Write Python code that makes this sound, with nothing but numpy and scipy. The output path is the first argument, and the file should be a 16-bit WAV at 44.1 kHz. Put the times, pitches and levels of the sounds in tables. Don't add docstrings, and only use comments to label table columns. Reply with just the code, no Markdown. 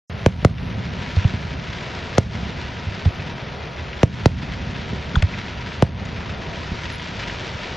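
import sys
import numpy as np
from scipy import signal
from scipy.fft import rfft, irfft
from scipy.io import wavfile
from scipy.ndimage import uniform_filter1d, minimum_filter1d

SR = 44100
rng = np.random.default_rng(int(sys.argv[2]) if len(sys.argv) > 2 else 0)


def wav_out(sig):
    wavfile.write(sys.argv[1], SR, np.round(np.clip(np.atleast_2d(sig).T, -1, 1) * 32767).astype(np.int16))


def field_ratio(decibels):
    return 10 ** (np.asarray(decibels, dtype=float) / 20)


N = 342216
TIME = np.arange(N) / SR
HZ = np.arange(N // 2 + 1) * SR / N

# f/Hz, level/dB
MICROPHONE_SPECTRUM = [(7000, -47), (7800, -3.5), (8800, 12), (10000, -15.5), (11500, -17), (12500, -21)]
# f/Hz, level/dB
STAR_SPECTRUM = [(410, -3.5), (700, -43), (954, 2), (1120, -15), (1290, -4), (1990, -2), (3510, -7),
                 (5750, -17), (7110, -26.5), (8090, -36), (9000, -83), (11700, -113), (19800, -120)]
# t/s, level/dB
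STAR_BURNING = [(.1, -38), (.65, -38.5), (1.2, -34.3), (1.5, -36), (1.9, -34.5), (2.9, -35.3), (3.7, -37.5),
                (4.1, -35.8), (5.3, -35.8), (5.75, -35.5), (5.95, -38.5), (6.7, -33.8), (7.4, -32.5),
                (7.76, -33)]
# f/Hz, level/dB
TRAFFIC_SPECTRUM = [(130, -36), (220, -22.5), (261, -4.5), (298, -13), (356, 0.5), (719, -0.5), (958, -8),
                    (1130, -7), (1400, -10), (1820, -30.5), (3080, -120)]
# f/Hz, level/dB
ECHO_SPECTRUM = [(12, -68.5), (20, -21.5), (41, -11.5), (59, -2), (76, 1), (183, -4), (225, -9.5),
                 (253, -11), (303, -19), (350, -33), (460, -60), (770, -120)]
# t/s, length/s, f/Hz, level/dB
INSECT_BUZZES = [
    (.1, .7, 11000, -73),
    (1.08, .09, 10900, -75),
    (1.35, .18, 10900, -80),
    (3.08, .12, 11400, -76),
    (3, 1.6, 10700, -81),
    (5.1, 1.7, 10800, -83),
    (7.18, .14, 10600, -80),
]
# t/s, length/s, f/Hz, level/dB
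INSECT_NOTES = [
    (6.885, .04, 9600, -74),
    (6.915, .05, 10600, -57),
    (6.96, .05, 9850, -70),
]
# t/s, peak level/dB, positive phase/ms, top f/Hz left by the air, ground echo delay/ms
SHELL_BURSTS = [
    (0.2614, 7.8, 1.14, 8000, 1.7),
    (0.4478, 7.2, 1.6, 9000, 6.5),
    (2.1808, 7.4, 1.09, 10000, 1.9),
    (4.0312, 7.4, 1.49, 7000, 6.1),
    (4.2574, 7.4, 1.39, 8000, 6.5),
    (5.8236, 6.4, 1.47, 8500, 5.8),
]
# t/s, peak level/dB, positive phase/ms, top f/Hz left by the ground, ground echo delay/ms
MORTAR_SHOTS = [
    (1.1596, 7.2, 1.78, 90, 12.0),
    (1.2427, 22.3, 0.4, 113, 1.1),
    (1.3319, -0.5, 0.65, 258, 9.6),
    (2.8591, -5, 1.77, 90, 11.4),
    (3.0515, 27, 0.4, 90, 12.2),
    (4.9248, 1.5, 0.52, 231, 4.3),
    (5.1388, 7, 0.4, 204, 4.8),
    (5.1616, 12.2, 2.13, 90, 4.7),
    (5.2195, 7.3, 1.84, 90, 11.9),
    (6.7117, -9.3, 3.51, 234, 4.2),
]
# t/s, peak level/dB, centre f/Hz, width/centre
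CASING_CRACKS = [(.2606, -11, 2900, 1.6), (.4478, -13.5, 4100, 1.9), (1.1605, -19, 3800, .7),
                 (1.242, -18, 2460, .73), (2.173, -16, 1230, 1.3), (2.1808, -7, 6450, .42),
                 (3.0515, -18.5, 3000, .78), (3.053, -18, 800, 1.3), (4.0311, -15.5, 5800, .4),
                 (4.2574, -9.5, 4860, .43), (5.1535, -16, 3600, .4), (5.154, -7, 1466, .25),
                 (5.1545, -12, 3470, .14), (5.158, -16, 900, .6), (5.2222, -6, 2400, .6),
                 (5.2228, -11, 4500, 1.3), (5.2230, -11, 950, .8), (5.8234, -21, 4840, 1.7),
                 (6.050, -29, 6400, .28), (1.163, -24, 600, .9), (1.245, -20, 700, .9),
                 (5.157, -24, 6800, .3)]
# t/s, peak level/dB
STAR_POPS = [(0.5805, -16.5), (2.59, -21), (2.6374, -21), (3.1974, -19), (3.929, -16.5), (5.0245, -19),
             (5.3377, -15.5), (5.4111, -20), (5.7175, -19), (6.296, -19), (6.996, -14), (7.233, -15),
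             (7.2952, -17), (7.455, -17), (7.635, -20)]
# f/Hz, level/dB
AIR_LOSS = [(180, 0.5), (290, -2), (540, 3.5), (1100, -3.3), (4000, -6.5), (6500, -8.5), (8500, -14.5),
            (10500, -10), (12500, -11.5), (14500, -63)]
# f/Hz, side minus mid level/dB
BED_WIDTH = [(40, -14.5), (110, -32.5), (200, -12), (360, -10), (650, -9), (1200, -3.5), (1900, -15),
             (3000, -8), (7000, -8)]
# f/Hz, level/dB
BODY_SHADE = [(150, -46.5), (400, -27.5), (900, -11), (1500, -18), (2500, -12), (6000, -16.5), (8500, -8),
              (11000, -11.5)]
# f/Hz, level/dB
PORT_DIFFERENCE = [(200, -6), (600, -8), (1300, -5), (2000, -11), (3500, -13), (6000, -24)]
# f/Hz, level/dB
PORT_AHEAD = [(4000, -26), (6500, -10), (8500, 6), (10500, -3), (13000, -3)]
# f/Hz, level/dB
GATE_MID = [(4500, -14), (6000, -7), (7200, -3), (8200, 3), (9200, 8), (10300, 3), (11800, 3), (12500, 12)]
# f/Hz, level/dB
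GATE_SIDE = [(1750, -14), (2050, 11), (7400, 12), (7800, 0), (8800, -.5), (10000, 3), (11000, 8)]


def unit(x):
    return x / np.sqrt(np.mean(x ** 2))


def colour(x, points):
    hz, db = np.transpose(points)
    gain_db = np.interp(np.log(HZ + 1), np.log(hz), db)
    return irfft(rfft(x) * field_ratio(gain_db), N)


def analog(x, top, bottom, hz):
    scale = (1 / np.tan(np.pi * hz / SR)) ** np.array([2, 1, 0])
    return signal.lfilter(*signal.bilinear(top * scale, bottom * scale, fs=.5), x)


def low_pass(x, hz):
    return analog(x, [0, 0, 1], [1, 1.4, 1], hz)


def high_pass(x, hz, damping=1.4):
    return analog(x, [1, 0, 0], [1, damping, 1], hz)


def band_pass(x, hz, width):
    return analog(x, [0, width, 0], [1, width, 1], hz)


def walk(rate):
    k = int(SR / rate)
    held = np.repeat(rng.standard_normal(N // k + 1), k)
    return unit(uniform_filter1d(uniform_filter1d(held, k), k)[:N])


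def add(track, s, piece):
    i = int(s * SR)
    track[i:i + len(piece)] += piece[:len(track) - i]


def impulses(rate, size_db):
    return (rng.random(N) < rate / SR) * field_ratio(size_db) * rng.choice([-1, 1], N)


def microphone_hiss(db):
    return field_ratio(db + 0.65 * walk(2)) * unit(colour(rng.standard_normal(N), MICROPHONE_SPECTRUM))


def stars():
    sparks = impulses(3000, 4.0 * np.minimum(rng.exponential(size=N), 4))
    flares = (rng.random(N) < 30 / SR) * rng.random(N)
    flares = 1 + .65 * signal.lfilter([1], [1, -np.exp(-1 / (0.008 * SR))], flares)
    mix = (unit(sparks) + 0.87 * rng.standard_normal(N)) * flares
    clumps_db = 0.5 * walk(30) + 0.27 * walk(6)
    return unit(colour(mix * field_ratio(clumps_db), STAR_SPECTRUM))


def burning_stars():
    hiss = stars()
    burning = field_ratio(np.interp(TIME, *np.transpose(STAR_BURNING)))
    lift = (burning / field_ratio(-36)) ** .55 - 1
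    return burning * (hiss + lift * high_pass(hiss, 3000))


def traffic():
    return field_ratio(-39) * unit(colour(rng.standard_normal(N) * field_ratio(1.1 * walk(4.5)), TRAFFIC_SPECTRUM))


def roll(blast):
    rise_s, t60_s = .05, 5.5
    energy = high_pass(blast, 140) ** 2
    for s in (rise_s, t60_s / np.log(1e6)):
        energy = signal.lfilter([1], [1, -np.exp(-1 / (s * SR))], energy)
    earlier_shells = .45 * np.exp(-np.log(1e6) * TIME / t60_s)
    energy = energy / energy.max() + earlier_shells
    calm_db = -39
    return np.sqrt(field_ratio(2 * -27) * energy + field_ratio(2 * calm_db))


def rumble(gain):
    echoes = impulses(150, 1.5 * rng.exponential(size=N))
    echoes = unit(colour(unit(echoes) + rng.standard_normal(N), ECHO_SPECTRUM))
    rolling = colour(echoes, [(25, -9), (50, -5.5), (80, -5.5), (130, 1), (240, 2)])
    drone = colour(echoes, [(25, -48), (50, -36), (90, -36), (170, -55)])
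    return gain * rolling + drone


def insect():
    out = np.zeros(N)
    buzz_hz, pure_hz = 1500, 90
    calls = [(0, N / SR, 10900, -85, buzz_hz)]
    calls += [(*call, buzz_hz) for call in INSECT_BUZZES]
    calls += [(*call, pure_hz) for call in INSECT_NOTES]
    for s, length, hz, db, width_hz in calls:
        call = rng.standard_normal(int(length * SR))
        for _ in range(2):
            call = band_pass(call, hz, width_hz / hz)
        add(out, s, field_ratio(db) * unit(call) * signal.windows.tukey(len(call), min(.3, .2 / length)))
    return out


def blasts():
    out, ms = np.zeros(N), np.arange(4096) * 1000 / SR
    rows = [(*row, .16) for row in SHELL_BURSTS] + [(*row, .78) for row in MORTAR_SHOTS]
    for s, db, push_ms, top_hz, echo_ms, share in rows:
        wave = field_ratio(db) * (1 - 1.18 * ms / push_ms) * np.exp(-ms / push_ms)
        wave = low_pass(low_pass(wave, top_hz), min(1.6 * top_hz, 11000))
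        add(out, s, wave)
        add(out, s + echo_ms / 1000, share * low_pass(wave, 1800))
        for late, size in rng.random((3, 2)):
            add(out, s + 0.00017 + .0014 * late, 0.62 * (2 * size - 1) * high_pass(wave, 1300))
    deep = -.3 * band_pass(out, 30, .8)
    t = TIME[:8192]
    wash = rng.standard_normal(8192) * np.exp(-np.log(1000) * t / 0.25) * (t > .006)
    deep = deep + field_ratio(-40.5) * high_pass(signal.fftconvolve(out, wash)[:N], 110)
    return high_pass(out, 96, .46) + deep


def cracks(table):
    out, t = np.zeros(N), TIME[:3000]
    for s, db, hz, t60, width in table:
        decay = np.exp(-np.log(1000) * t / max(t60, .003))
        burst = rng.standard_normal(len(t)) * decay * np.minimum(t / .0012, 1)
        for _ in range(2):
            burst = band_pass(burst, hz, width)
        add(out, s, field_ratio(db) * burst / np.abs(burst).max())
    return out


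def casings():
    ringing = cracks([(s, db, hz, .013 - .0015 * (db + 7), width) for s, db, hz, width in CASING_CRACKS])
    return colour(ringing, [(8000, 0), (10500, -14)])


def star_pops():
    pops = cracks([(s, db, 2150, .035, .75) for s, db in STAR_POPS])
    return colour(colour(pops, [(5500, -1), (9000, -33)]), AIR_LOSS)


def scene():
    blast = blasts()
    gain = roll(blast)
    mid, side = [burning_stars() + rumble(gain) + traffic() for _ in range(2)]
    mid = mid + star_pops() + insect()
    side = colour(side, BED_WIDTH) + microphone_hiss(-74) + colour(mid, BODY_SHADE)
    shots = colour(blast + casings(), AIR_LOSS)
    side = side + colour(high_pass(shots, 680, 1.2), PORT_DIFFERENCE)
    side = side + colour(np.gradient(shots), PORT_AHEAD)
    mid = mid + shots + microphone_hiss(-82)
    side = side - 0.083 * low_pass(mid, 250)
    return np.array([mid + side, mid - side])


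def duck_db(x, over_db=-7, most_db=8, hold_s=.098, release_s=.065):
    peak_db = 20 * np.log10(np.abs(x).max(axis=0) + 1e-9)
    cut = -np.clip(peak_db - over_db, 0, most_db)
    hold, release = int(hold_s * SR), int(release_s * SR)
    cut = minimum_filter1d(cut, hold, origin=(hold - 1) // 2)
    slow = uniform_filter1d(cut, release, origin=(release - 1) // 2)
    return np.roll(uniform_filter1d(np.minimum(cut, slow), size=256), 330)


def spectral_gate(x, excess, bins=8):
    z = signal.stft(x, nperseg=2048)[2]
    tiles = z[:-1].reshape(-1, bins, z.shape[1])
    db = 10 * np.log10(np.mean(np.abs(tiles) ** 2, axis=1) + 1e-20)
    over = db - np.median(db, axis=1, keepdims=True)
    over = over - np.minimum(np.median(over, axis=0), 0) + 3 * rng.standard_normal(db.shape)
    centre_hz = (np.arange(len(db)) + .5) * bins * SR / 2048
    need = np.interp(centre_hz, *np.transpose(excess), left=-99)
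    is_open = over > need[:, None]
    z[:-1] = (tiles * is_open[:, None]).reshape(-1, z.shape[1])
    return signal.istft(z, nperseg=2048)[1][:N]


def top_cut(x):
    return signal.sosfilt(signal.butter(12, 13160, fs=SR, output="sos"), x)


def record(dry):
    low = low_pass(dry, 280)
    top = band_pass(dry, 7000, 1.2)
    cut_db = duck_db(high_pass(dry, 900))
    x = low * field_ratio(0.12 * cut_db) + (dry - low - top) * field_ratio(cut_db) + top * field_ratio(0.76 * cut_db)
    q = .8
    for split_hz in (162, 332, 680):
        x = analog(x, [1, -1 / q, 1], [1, 1 / q, 1], split_hz)
    x = np.roll(x, 20, axis=1)
    x = x / (1 + x ** 6) ** (1 / 6)
    x = x * (TIME > .098)
    mid = analog((x[0] + x[1]) / 2, [1, .02, 1], [1, .11, 1], 9100)
    mid = spectral_gate(mid, GATE_MID)
    side = spectral_gate((x[0] - x[1]) / 2, GATE_SIDE)
    return top_cut(np.array([mid + side, mid - side]))


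dry = scene()
out = record(dry)
wav_out(out)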